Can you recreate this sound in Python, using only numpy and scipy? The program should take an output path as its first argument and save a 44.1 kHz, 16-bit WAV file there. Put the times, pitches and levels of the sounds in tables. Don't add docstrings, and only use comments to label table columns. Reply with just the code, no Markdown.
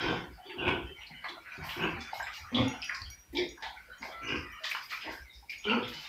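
import sys
import numpy as np
from scipy import signal
from scipy.fft import rfft, irfft
from scipy.io import wavfile
from scipy.ndimage import uniform_filter1d

SR = 44100
rng = np.random.default_rng(int(sys.argv[2]) if len(sys.argv) > 2 else 0)


def materialize(psi):
    bounded = np.clip(np.atleast_2d(psi).T, -1, 1)
    quanta = np.round(bounded * 32767).astype(np.int16)
    wavfile.write(sys.argv[1], SR, quanta)


def ratio(d):
    e = np.asarray(d, float) / 20
    return 10 ** e


N = 268436

# frequency in Hz, level in dB per Hz.
AIR_SPECTRUM = [(26, 2), (71, 1), (422, -8.5), (976, -13.5), (1270, -23), (2140, -13), (6260, -20),
                (15600, -17.5)]
# frequency in Hz, t60 in seconds.
PEN_DECAY = [(200, 0.45), (1500, 0.38), (5000, 0.42), (12000, 0.41)]
# start in seconds, peak level in dB, pitch in Hz.
THUDS = [(0.031, -34.5, 50.8), (0.277, -43.5, 64.4), (0.655, -33.5, 86.5), (0.816, -35.5, 59),
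         (1.602, -41.5, 82), (1.915, -37.5, 78.4), (2.16, -44, 58), (2.4, -45, 79), (2.582, -33, 92.3),
         (3.008, -34.5, 69.4), (3.281, -46, 62.5), (4.367, -39.5, 82), (5.191, -43, 58.4),
         (5.829, -44.5, 107.7), (5.947, -52.5, 148.5)]
# start in seconds, length in seconds, level in dB, pitch in Hz.
SQUEALS = [(4.104, 0.23, -57.5, 671.7)]
SQUEAL_TONES_DB = (-0.5, 4.5, 5.5)
# frequency in Hz, t60 in seconds.
RING_MODES = [(5755, 0.24), (6655, 0.24), (10555, 0.042), (13440, 0.11)]
# start in seconds, first mode in dB, then three upper modes in dB over the first.
CLINKS = [(0.9879, -60.5, -21, -35, -25), (1.822, -73.5, 17, -14, 3), (2.177, -56.5, 1.5, -25, -18),
          (2.368, -52.5, -6, -20, -25), (2.6808, -46, -1.5, -5, -16), (2.8433, -44.5, -17, -7, -14),
          (3.101, -45, -16.5, -6, -6), (3.488, -54, -1.5, -23, -17), (3.982, -63, 4, -42, -51),
          (4.52, -59, -16, -12, 1), (5.581, -59, 7, -3, -22)]
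# time in seconds, level in dB.
STIRRING = [(0.0, -32), (0.27, -52.5), (0.68, -50.5), (1.4, -52), (1.54, -45.5), (1.81, -43), (2.52, -48),
            (2.83, -47.5), (3.19, -53), (3.41, -64), (3.56, -54), (3.78, -54), (4.32, -47.5), (4.95, -53),
            (5.22, -53), (5.53, -68), (5.69, -43.5), (6.09, -46.5)]
# frequency in Hz, level in dB per Hz.
GURGLE_SPECTRUM = [(290, -73), (500, -9.5), (1300, 1.5), (2390, 0), (3300, -11.5), (4290, -59),
                   (7260, -120)]
# frequency in Hz, level in dB per Hz.
FIZZ_SPECTRUM = [(1410, -29), (2400, -2.5), (3810, -6.5), (4950, -3.5), (7500, -22.5), (9750, -44),
                 (16500, -120)]
# frequency in Hz, level in dB per Hz.
SNIFF_SPECTRUM = [(4410, -31), (7500, -9), (9190, -13), (10500, -13), (12700, -1), (15600, -9.5)]
# start in seconds, splash in dB, hiss in dB over it, rise in seconds,
# t60 in seconds.
SPRAYS = [(0.004, -25.5, -12, 0.14, 0.092), (5.98, -36, -16, 0.045, 0.39), (1.63, -45.5, -2, 0.01, 0.71),
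          (1.6894, -57, 15, 0.014, 0.05), (2.128, -36.5, -0.5, 0.047, 0.18), (2.33, -35, -9, 0.015, 0.16),
          (2.546, -29.5, -39, 0.1, 0.29), (3.3283, -47, 20.5, 0.0023, 0.036), (3.35, -42, -36, 0.003, 0.14),
          (3.625, -32, -21, 0.0062, 0.053), (4.02, -38, -13, 0.019, 0.22),
          (4.638, -23, -15.5, 0.011, 0.095), (4.692, -23, 5, 0.014, 0.048), (4.897, -23, -7, 0.04, 0.1),
          (4.82, -38.5, 2.5, 0.03, 0.12), (5.109, -42, -4, 0.0021, 0.17), (5.498, -25, 2, 0.023, 0.041),
          (5.878, -25, 3.5, 0.017, 0.043)]
# start in seconds, peak level in dB, pitch in Hz.
TICKS = [
    (3.018, -30.5, 4250),
    (3.576, -49, 1530),
    (4.292, -35, 2730),
    (4.707, -39, 10500),
    (4.717, -32, 9000),
    (4.749, -33, 1320),
    (4.927, -34, 2600),
]
# start in seconds, length in seconds, level in dB, pitch in Hz.
LOW_WHISTLES = [(0.085, 0.065, -38.5, 454), (0.2, 0.089, -59, 1846), (0.464, 0.2, -57, 897),
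                (0.484, 0.089, -67, 330), (0.519, 0.087, -66, 1310), (0.534, 0.092, -44.5, 352),
                (0.574, 0.085, -52.5, 1575), (0.639, 0.076, -41, 228), (0.763, 0.086, -61, 2050),
                (0.883, 0.052, -51.5, 379), (1.217, 0.09, -60, 1630), (1.586, 0.18, -59, 2095),
                (1.606, 0.13, -55, 1966), (1.756, 0.1, -47, 369), (1.951, 0.1, -56, 802),
                (1.956, 0.105, -51, 250), (2.095, 0.14, -53, 2154), (2.27, 0.053, -52, 1300),
                (2.27, 0.17, -58, 1236), (2.365, 0.12, -60, 864), (2.619, 0.16, -54, 1396),
                (2.619, 0.18, -52, 2154), (2.639, 0.115, -54, 1900), (2.649, 0.076, -47.5, 842),
                (2.878, 0.053, -50, 1710), (2.933, 0.099, -52, 1068), (3.332, 0.095, -41, 296.5),
                (3.347, 0.065, -50.5, 890), (3.756, 0.13, -56, 1517), (4.011, 0.13, -55.5, 1600),
                (4.295, 0.077, -50, 1455), (4.33, 0.2, -55, 1234), (4.44, 0.19, -57, 1886),
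                (4.834, 0.051, -57, 2080), (4.999, 0.15, -61, 1606), (5.059, 0.14, -58, 1086),
                (5.667, 0.079, -42, 1450), (5.762, 0.038, -51, 1340), (5.767, 0.071, -42, 367),
                (5.882, 0.12, -59.5, 330)]
# start in seconds, length in seconds, level in dB, pitch in Hz.
HIGH_WHISTLES = [(0.0, 0.059, -44, 3220), (0.0, 0.074, -51, 3860), (0.005, 0.15, -47, 2510),
                 (0.02, 0.19, -49, 2357), (0.389, 0.11, -61.5, 3020), (0.459, 0.1, -62, 4590),
                 (0.614, 0.073, -42, 2500), (0.649, 0.092, -42.5, 2280), (0.833, 0.12, -59.5, 2645),
                 (1.796, 0.067, -44, 2520), (1.816, 0.084, -42.5, 2852), (1.985, 0.13, -56, 3470),
                 (2.115, 0.16, -61, 3010), (2.115, 0.21, -59, 5100), (2.335, 0.063, -51.5, 2865),
                 (2.619, 0.18, -52, 2730), (2.724, 0.075, -55, 2960), (2.849, 0.12, -57, 4770),
                 (2.883, 0.1, -49, 2430), (2.913, 0.087, -54, 2263), (3.098, 0.072, -57.5, 2260),
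                 (3.357, 0.069, -40, 2310), (3.362, 0.076, -44, 3310), (3.372, 0.066, -48, 4600),
                 (3.9, 0.099, -66, 3970), (3.92, 0.1, -61.5, 3060), (4.225, 0.1, -51, 2330),
                 (4.24, 0.072, -58.5, 6030), (4.26, 0.12, -43.5, 2868), (4.52, 0.09, -58.5, 2986),
                 (4.535, 0.1, -58.5, 2820), (4.624, 0.082, -55, 4660), (4.629, 0.07, -48.5, 3040),
                 (4.694, 0.04, -52, 2260), (4.739, 0.06, -45.5, 2930), (4.819, 0.08, -58, 4920),
                 (4.939, 0.049, -46.5, 2375), (4.999, 0.18, -58, 4990), (5.478, 0.11, -53.5, 2250),
                 (5.657, 0.12, -40.5, 2352), (5.672, 0.14, -54, 4510), (5.677, 0.06, -49, 2760),
                 (5.917, 0.11, -50, 3020), (6.036, 0.055, -53, 3680)]
# start in
# seconds, peak level in dB, pitch in Hz, # width as a share # of the pitch, t60 in seconds.
HOLLOWS = [(0.86, -48, 3075, 0.046, 0.56), (0.97, -43, 2110, 0.16, 0.22), (1.141, -48, 3000, .08, 0.46),
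           (1.37, -46.5, 676, 0.32, .06), (2.228, -44, 7570, 0.06, 0.02), (2.44, -45.5, 1270, .14, 0.18),
           (3.37, -36.5, 5090, 0.12, 0.11), (4.001, -49, 250, 0.21, 0.11), (4.119, -46, 3310, 0.17, 0.09),
           (4.36, -44.5, 5100, 0.16, 0.15), (4.39, -53, 1974, 0.025, 0.66), (4.53, -45.5, 1244, 0.11, 0.58),
           (5.099, -41.5, 1597, 0.1, 0.35), (5.25, -47.5, 2130, .07, .36), (5.295, -52, 3740, 0.08, 0.52),
           (5.331, -50.5, 4970, 0.24, 0.4)]
# start in seconds, peak level in dB, cavity pitch
# in Hz, width as a share of the pitch, # t60 in seconds.
SNORTS = [
    (1.103, -47.5, 193, 0.65, 0.094),
    (1.289, -49, 349, 0.26, 0.42),
    (1.58, -41, 187, 0.98, 0.072),
    (1.611, -45.5, 170, 0.47, 0.063),
    (3.887, -49, 530, 0.27, 0.05),
    (4.038, -42.5, 695, 0.92, 0.71),
    (4.599, -51.5, 614, 0.069, 0.11),
    (0.455, -46.5, 362, 0.18, 1),
]
# start in seconds, peak level in dB, cavity pitch in Hz, t60 in seconds.
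DRIPS = [(0.4514, -46.5, 3340, 0.44), (1.0676, -42, 4360, 0.05), (1.242, -42.5, 4260, 0.18),
         (1.719, -41.5, 4010, 0.026), (2.142, -43, 4050, 0.081), (2.2314, -44.5, 3770, 0.26),
         (2.8194, -30.5, 5070, 0.03), (3.019, -32.5, 4510, 0.029), (3.3535, -33, 3680, 0.18),
         (4.2302, -53, 6000, 0.39), (4.2792, -44, 5170, 0.21), (4.909, -41, 4270, .073),
         (5.4983, -37, 4920, 0.028), (5.8291, -36, 3370, 0.25)]
# start in seconds, peak level in dB, cavity pitch in Hz, t60 in seconds.
PLOPS = [(0.379, -47, 756, 0.2), (0.587, -31.5, 2820, 0.12), (0.986, -51, 890, 0.06),
         (1.098, -49.5, 834, 0.088), (1.1054, -43, 2050, 0.62), (1.521, -34.5, 2310, 0.032),
         (2.2001, -29.5, 1684, 0.051), (2.5466, -23, 3370, 0.062), (2.571, -26, 3380, 0.049),
         (3.0574, -46.5, 3130, 0.17), (3.5755, -43.5, 1610, 0.035), (3.7742, -39, 2104, 0.043),
         (3.9, -41.5, 1450, 0.21), (4.0286, -30.5, 2190, 0.013), (4.291, -29.5, 2735, 0.027),
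         (4.6423, -31, 1850, 0.2), (4.651, -36, 1137, 0.037), (5.426, -51, 890, 0.054),
         (5.496, -30, 2390, 0.059), (5.642, -29.5, 2990, 0.14), (5.6979, -20.5, 2810, 0.079)]
# start in seconds, peak level in dB, cavity pitch in Hz, t60 in seconds.
SMACKS = [(0.4968, -38, 2470, 0.13), (0.6801, -20, 2410, 0.047), (1.0092, -39.5, 2770, 0.2),
          (1.244, -29.5, 2040, 0.068), (1.2863, -35, 3666, 0.094), (1.4601, -39, 2020, 0.35),
          (1.693, -32.5, 2910, 0.13), (2.0071, -41.5, 4970, 0.14), (2.2692, -30, 2090, 0.07),
          (2.825, -29.5, 2700, 0.087), (2.8955, -23.5, 1985, 0.043), (2.9473, -33.5, 4680, 0.059),
          (3.371, -24, 3400, 0.042), (3.6249, -34, 1840, 0.2), (3.627, -36, 3590, 0.34),
          (4.642, -29.5, 3530, 0.099), (4.7132, -31.5, 2300, 0.18), (4.7512, -29.5, 1490, 0.053),
          (4.9084, -33, 2110, 0.24), (5.0097, -33.5, 2680, 0.23), (5.5199, -37, 2320, 0.2),
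          (5.9374, -37, 4530, 0.083)]
# start in seconds, peak level in dB, cavity pitch in Hz, t60 in seconds.
GULPS = [(1.241, -33, 1050, 0.19), (1.621, -41.5, 950, 0.66), (2.132, -30.5, 816, 0.03),
         (2.199, -29, 964, 0.02), (2.738, -37, 812, 0.043), (2.903, -32.5, 1490, 0.23),
         (3.574, -46.5, 980, 0.18), (3.623, -38, 830, 0.21), (3.665, -34, 870, 0.021),
         (4.022, -39.5, 950, 0.13), (4.75, -29.5, 1105, 0.011), (4.919, -36.5, 1290, 0.12),
         (5.648, -43.5, 367, 0.31)]
# start in seconds, peak level in dB, cavity pitch in Hz, t60 in seconds.
LIP_CLICKS = [
    (2.133, -30, 797, 0.016),
    (2.199, -39, 1670, 0.026),
    (2.896, -22.5, 1820, 0.026),
    (4.714, -23, 2410, 0.035),
    (4.749, -26.5, 1372, 0.024),
    (5.497, -40.5, 2340, 0.069),
]
# time in seconds, pitch in Hz, first harmonic in dB, second in dB.
CLEAR_VOICES = [
    [(2.515, 249, -54, -74), (2.531, 246, -36, -82), (2.543, 240.5, -33.5, -56),
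     (2.617, 260.5, -22.5, -31.5), (2.633, 256.8, -57, -59), (2.669, 252.8, -32, -45),
     (2.693, 269, -38.5, -72), (2.705, 242, -54, -57), (2.75, 232, -71, -54)],
    [(3.325, 338, -46, -87), (3.345, 341, -48, -93), (3.349, 343, -49, -73), (3.381, 347, -40, -71),
     (3.389, 358, -30.5, -50), (3.427, 358, -31.5, -71), (3.503, 336, -54, -82), (3.519, 354, -76, -88),
     (3.56, 366, -69, -77)],
    [(5.645, 203, -64, -59), (5.671, 205, -53, -33), (5.699, 212.5, -32.5, -39.5),
     (5.735, 244.3, -31.5, -52), (5.793, 235.3, -33, -34.5), (5.803, 231, -50, -62),
     (5.835, 244.6, -54, -45), (5.857, 243, -59, -73), (5.87, 242, -64, -48)],
]
# start, peak and end in seconds, peak effort in dB, chest pitch in Hz.
GRUNTS = [
    (-0.07, 0.102, 0.34, -28.5, 355),
    (0.568, 0.689, 0.92, -29.5, 346.4),
    (1.759, 1.849, 2.001, -29, 348),
    (3.326, 3.402, 3.57, -29.5, 351),
    (4.211, 4.344, 4.47, -36.5, 317.8),
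    (5.029, 5.074, 5.225, -43.5, 364.7),
    (2.514, 2.6, 2.705, -21.5, 261.5),
    (5.642, 5.734, 5.95, -32, 239.6),
]
# chest cycles per fold pulse, roughness 0-1, overtone in dB, undertone in dB.
VOICES = [(6.7, .65, -7.5, -2), (4.0, 0.75, -8.5, -6), (5.5, 0.75, -9, -3), (1.3, 0.7, -26, -20),
          (5.4, .6, -29, -8), (5.0, 0.93, -0.5, -37), (2.3, .5, -9, -7), (2, 0.4, -1, -19)]
# mouth in Hz, mouth in dB over the chest, snout in Hz, snout in dB over the chest.
HEADS = [(1516, -6.5, 3150, -9.5), (1490, -3.5, 3000, -6), (1550, -4, 2670, -5), (886, -14, 2130, -8),
         (1600, -2, 2500, 2), (890, 2.3, 2040, 3.5), (1123, -13, 2220, -14.5), (1357, 0.5, 2440, -5.5)]
CHEST_DB = [-2.5, 0, -2, -8.5, -0.1, 2.5, -3.5, 0]


def evened(x):
    return x / np.sqrt(np.mean(x ** 2) + 1e-20)


def read(points, hz):
    f, value = np.transpose(points)
    return np.interp(np.log(hz + 1), np.log(f + 1), value)


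def add(mix, s, sound):
    part = mix[round(s * SR):][:len(sound)]
    part += sound[:len(part)]


def colour(x, points):
    gain = ratio(read(points, np.fft.rfftfreq(len(x), 1 / SR)))
    return evened(irfft(rfft(x) * gain, len(x)))


def resonate(x, hz, width):
    turn = np.exp(2j * np.pi * np.cumsum(hz * np.ones(len(x))) / SR)
    r = np.exp(-np.pi * width / SR)
    smooth = signal.lfilter([(1 - r) ** 2], [1, -2 * r, r * r], x / turn + 1e-18)
    return 2 * (turn * smooth).real


def patchy(patchy_db, frames, bins):
    a, b, patches = rng.standard_normal((N // 128 + 5, 257, 3)).T
    patches = evened(uniform_filter1d(uniform_filter1d(patches, bins, 0), frames, 1))
    return signal.istft((a + 1j * b) * ratio(patchy_db * patches), nperseg=512, noverlap=384)[1][:N]


def room_air():
    return ratio(-65.5) * colour(patchy(0.46, 20, 6), AIR_SPECTRUM)


def pen(x, wet_db):
    taps = np.zeros(SR)
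    at = np.arange(200, SR - 20, 20)
    taps[at + rng.integers(0, 20, len(at))] = rng.choice([-1., 1.], len(at))
    hz, t, z = signal.stft(taps, SR, nperseg=256)
    tail = signal.istft(z * ratio(-60 * t / read(PEN_DECAY, hz)[:, None]), SR, nperseg=256)[1]
    return x + ratio(wet_db) * signal.fftconvolve(x, tail / np.linalg.norm(tail))[:N]


def thuds():
    out, t = np.zeros(N), np.arange(SR // 2) / SR
    t60_s, rise_s = 0.34, 0.013
    for (s, db, hz), noise in zip(THUDS, rng.standard_normal((len(THUDS), len(t)))):
        shake = np.sin(2 * np.pi * hz * t) + 0.73 * evened(resonate(noise, hz, 58))
        add(out, s, ratio(db - 60 * t / t60_s) * (1 - np.exp(-t / rise_s)) * shake)
    hum = evened(resonate(patchy(4.5, 20, 2), 56.7, 24))
    return out + ratio(-62.0) * hum


def squeals():
    out = np.zeros(N)
    pitch_wobble = 0.0084
    for s, length, db, hz in SQUEALS:
        drift = uniform_filter1d(rng.standard_normal((round(length * SR), 4)), size=1500, axis=0).T
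        turns = np.cumsum(hz * (1 + pitch_wobble * evened(drift[0]))) / SR
        voice = np.zeros(len(turns))
        for k, tone_db in enumerate(SQUEAL_TONES_DB, 1):
            voice += ratio(tone_db + 1.5 * evened(drift[k])) * np.sin(2 * np.pi * k * turns)
        add(out, s, ratio(db) * voice * signal.windows.tukey(len(turns), .3))
    return out


def clinks():
    out, t = np.zeros(N), np.arange(SR // 2) / SR
    attack = 1 - np.exp(-t / 0.00065)
    for s, db, *upper in CLINKS:
        rattle = 1 + 0.2 * evened(uniform_filter1d(rng.standard_normal(len(t)), size=300))
        for (hz, t60), rel_db in zip(RING_MODES, [0, *upper]):
            add(out, s, ratio(db + rel_db - 60 * t / t60) * np.sin(2 * np.pi * hz * t) * attack * rattle)
    return out


def bubbles(points, per_s, lo_hz, hi_hz, wash_db):
    size = ratio(2.5 * np.minimum(rng.exponential(1, N), 2.0)) * (rng.random(N) < per_s / SR)
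    kind, out = rng.integers(0, 24, N), np.zeros(N)
    for k, hz in enumerate(np.geomspace(lo_hz, hi_hz, 24)):
        u = np.arange(1200) / SR * hz
        chirp = np.sin(2 * np.pi * (u + 0.00311 * u ** 2))
        grain = chirp * np.exp(-u / 7.9) * (1 - np.exp(-u / 2.0))
        out += signal.oaconvolve(size * (kind == k), grain * np.sqrt(hz / hi_hz))[:N]
    wet = pen(evened(out), 12.8)
    wash = colour(patchy(3.5, 50, 1), points)
    flat = [(f, db + 10 * np.log10(f / points[0][0])) for f, db in points]
    return evened(colour(wet, flat) + ratio(wash_db) * wash)


def puddle():
    t, froth = np.arange(N) / SR, np.zeros(N)
    froth_db, froth_t60_s, fizz_db = -32, 1, -10.5
    for s, db, *_ in SPRAYS:
        add(froth, s, ratio(db + froth_db - 60 * t[:SR] / froth_t60_s))
    stir = ratio(-2.5 + np.interp(t, *np.transpose(STIRRING)))
    gurgle = stir * bubbles(GURGLE_SPECTRUM, 500, 504.0, 3248, -8)
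    fizz = (ratio(fizz_db) * stir + froth) * bubbles(FIZZ_SPECTRUM, 160, 2442, 6510, -7)
    return gurgle + fizz


def ticks():
    out, t = np.zeros(N), np.arange(2000) / SR
    decay_cycles = 1.3
    for s, db, hz in TICKS:
        add(out, s, ratio(db) * np.sin(2 * np.pi * hz * t) * np.exp(-t * hz / decay_cycles))
    return out


def sprays():
    splash, hiss, t = np.zeros(N), np.zeros(N), np.arange(SR // 2) / SR
    for s, db, hiss_db, rise, t60 in SPRAYS:
        swell = 1 - np.exp(-t / np.clip(rise, .001, .1))
        shape = ratio(db - 6.0 - 60 * t / np.clip(t60, .02, .6)) * swell
        add(splash, s - .003, shape)
        add(hiss, s - .003, ratio(hiss_db) * shape * (1 - np.exp(-(t / 0.018) ** 2)))
    drop_size = ratio(4.0 * np.minimum(rng.exponential(1, N), 3))
    drops = evened(drop_size * (rng.random(N) < 500 / SR) * rng.choice([-1, 1], N))
    water = colour(evened(patchy(0.45, 6, 20)) + ratio(2.0) * drops, FIZZ_SPECTRUM)
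    breath = colour(patchy(0.97, 6, 30), SNIFF_SPECTRUM)
    return pen(splash * water + hiss * breath, 2.8)


def whistles(table):
    out = np.zeros(N)
    for (s, length, db, hz), air in zip(table, rng.standard_normal((len(table), SR // 2))):
        u = np.linspace(0, 1, round(length * SR))
        width_hz, sag_db = 30.4 + 0.024 * hz, -5
        tone = evened(resonate(air, hz, width_hz)[-len(u):])
        add(out, s, ratio(db + sag_db * (u - .5)) * tone * signal.windows.tukey(len(u), .35))
    return out


def wet_pops(table):
    out, t = np.zeros(N), np.arange(8000) / SR
    rush = rng.standard_normal((len(table), len(t)))
    for (s, db, hz, width, t60), air in zip(table, rush):
        band = hz * np.clip(width, .03, 1)
        breath = air * abs(air) * ratio(-60 * t / np.clip(t60, .01, .6)) * (1 - np.exp(-t / 0.0051))
        snap = np.exp(-((t - .003) / 0.00059) ** 2) * np.cos(2 * np.pi * hz * t)
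        pop = resonate(breath + 0.28 * snap * np.sqrt(band / 300), hz, band)
        add(out, s - .003, ratio(db) * pop / abs(pop).max())
    return out


def cavity_pops(table, width):
    return wet_pops([(s, db, hz, width, t60) for s, db, hz, t60 in table])


def clear_voices():
    out = np.zeros(N)
    for curve in CLEAR_VOICES:
        s, hz, first_db, second_db = np.transpose(curve)
        t = np.arange(s[0], s[-1], 1 / SR)
        phase = 2 * np.pi * np.cumsum(np.interp(t, s, hz)) / SR
        first = ratio(np.interp(t, s, first_db)) * np.sin(phase)
        second = ratio(np.interp(t, s, second_db)) * np.sin(2 * phase)
        add(out, s[0], np.sqrt(2) * (first + second) * signal.windows.tukey(len(t), .1))
    return out


def grunt(call, voice, head, chest_db):
    *s, peak_db, top_hz = call
    cycles, rough, over_db, under_db = voice
    mouth_hz, mouth_db, snout_hz, snout_db = head
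    t = np.arange(max(s[0], 0), s[-1], 1 / SR)
    climb_db = np.interp(t, s, [-18, 0, -33.5])
    effort_db = peak_db + uniform_filter1d(climb_db, round(0.041 * SR))
    chest_hz = top_hz * (1 - 0.16 * np.interp(t, s[:2], [1, 0]) ** 2)
    width = 192 if rough > .55 else 78

    wobble, air, strength = rng.standard_normal((len(t), 3)).T
    jitter = 1 + .25 * rough * evened(uniform_filter1d(wobble, size=500))
    turns = np.cumsum(chest_hz / cycles * jitter) / SR
    pulses = (np.diff(np.floor(turns), prepend=0) > 0) * ratio(6.0 * rough * np.clip(strength, -1.5, 1.5))
    puffs = (0.25 + np.exp(-(turns % 1) / 0.45)) * air
    drive = (1 - rough) * evened(pulses) + rough * evened(puffs)

    base = resonate(drive, chest_hz, width)
    over = resonate(drive, 2 * chest_hz, 1.52 * width)
    under = resonate(drive, chest_hz / 2, 51) + ratio(-4.5) * resonate(drive, 3 * chest_hz / 2, 48)
    chest = evened(base + ratio(over_db) * over + ratio(under_db) * np.std(base) * evened(under))
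    mouth = evened(resonate(drive, mouth_hz, 190) - ratio(-4.5) * resonate(drive, 0.686 * mouth_hz, 296))
    snout = evened(resonate(drive, snout_hz, 210) - ratio(-7.5) * resonate(drive, 0.858 * snout_hz, 320)
                   + ratio(-2.0) * resonate(drive, 1.082 * snout_hz, 360))
    opening = ratio(0.12 * (effort_db - peak_db))
    whole = ratio(chest_db) * chest + opening * (ratio(mouth_db) * mouth + ratio(snout_db) * snout)
    return t[0], ratio(effort_db) * whole * signal.windows.tukey(len(t), .05)


def scene():
    background = thuds() + pen(squeals(), 1.26) + pen(clinks(), -1.3)
    water = puddle() + sprays()
    whistling = pen(whistles(LOW_WHISTLES) + whistles(HIGH_WHISTLES), -9.5)
    pops = [wet_pops(HOLLOWS), wet_pops(SNORTS), cavity_pops(DRIPS, 0.16), cavity_pops(PLOPS, 0.15),
            cavity_pops(SMACKS, 0.41), cavity_pops(GULPS, 0.4)]
    mouths = sum(pen(x, 1.26) for x in pops)
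    close = pen(cavity_pops(LIP_CLICKS, 0.29) + ticks(), -6)
    grunts = np.zeros(N)
    for row in zip(GRUNTS, VOICES, HEADS, CHEST_DB):
        add(grunts, *grunt(*row))
    voices = ratio(-1.0) * pen(grunts, -3.5) + pen(clear_voices(), -16)
    return (background + water + whistling + mouths + close + voices)[None]


def gate(x):
    z = signal.stft(x, nperseg=512, noverlap=384)[2]
    power = uniform_filter1d(uniform_filter1d(abs(z) ** 2, size=3, axis=0), size=13, axis=1)
    power_db = 10 * np.log10(power + 1e-16)
    usual_db = uniform_filter1d(np.median(power_db, axis=1), size=15)[:, None]
    keep_db = np.clip(power_db - usual_db - 1.5, -10, 0)
    return signal.istft(z * ratio(keep_db), nperseg=512, noverlap=384)[1][:N]


def roll_off(x):
    return signal.sosfilt(signal.butter(12, 15800, fs=SR, output="sos"), x)


def record(dry):
    x = gate(dry[0]) + room_air()
    x = signal.lfilter(*signal.butter(2, 42, "high", fs=SR), x)
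    x = signal.oaconvolve(x, signal.firwin(511, 15650, window=("kaiser", 9), fs=SR), "same")
    return roll_off(x[None])


dry = scene()
out = record(dry)
materialize(out)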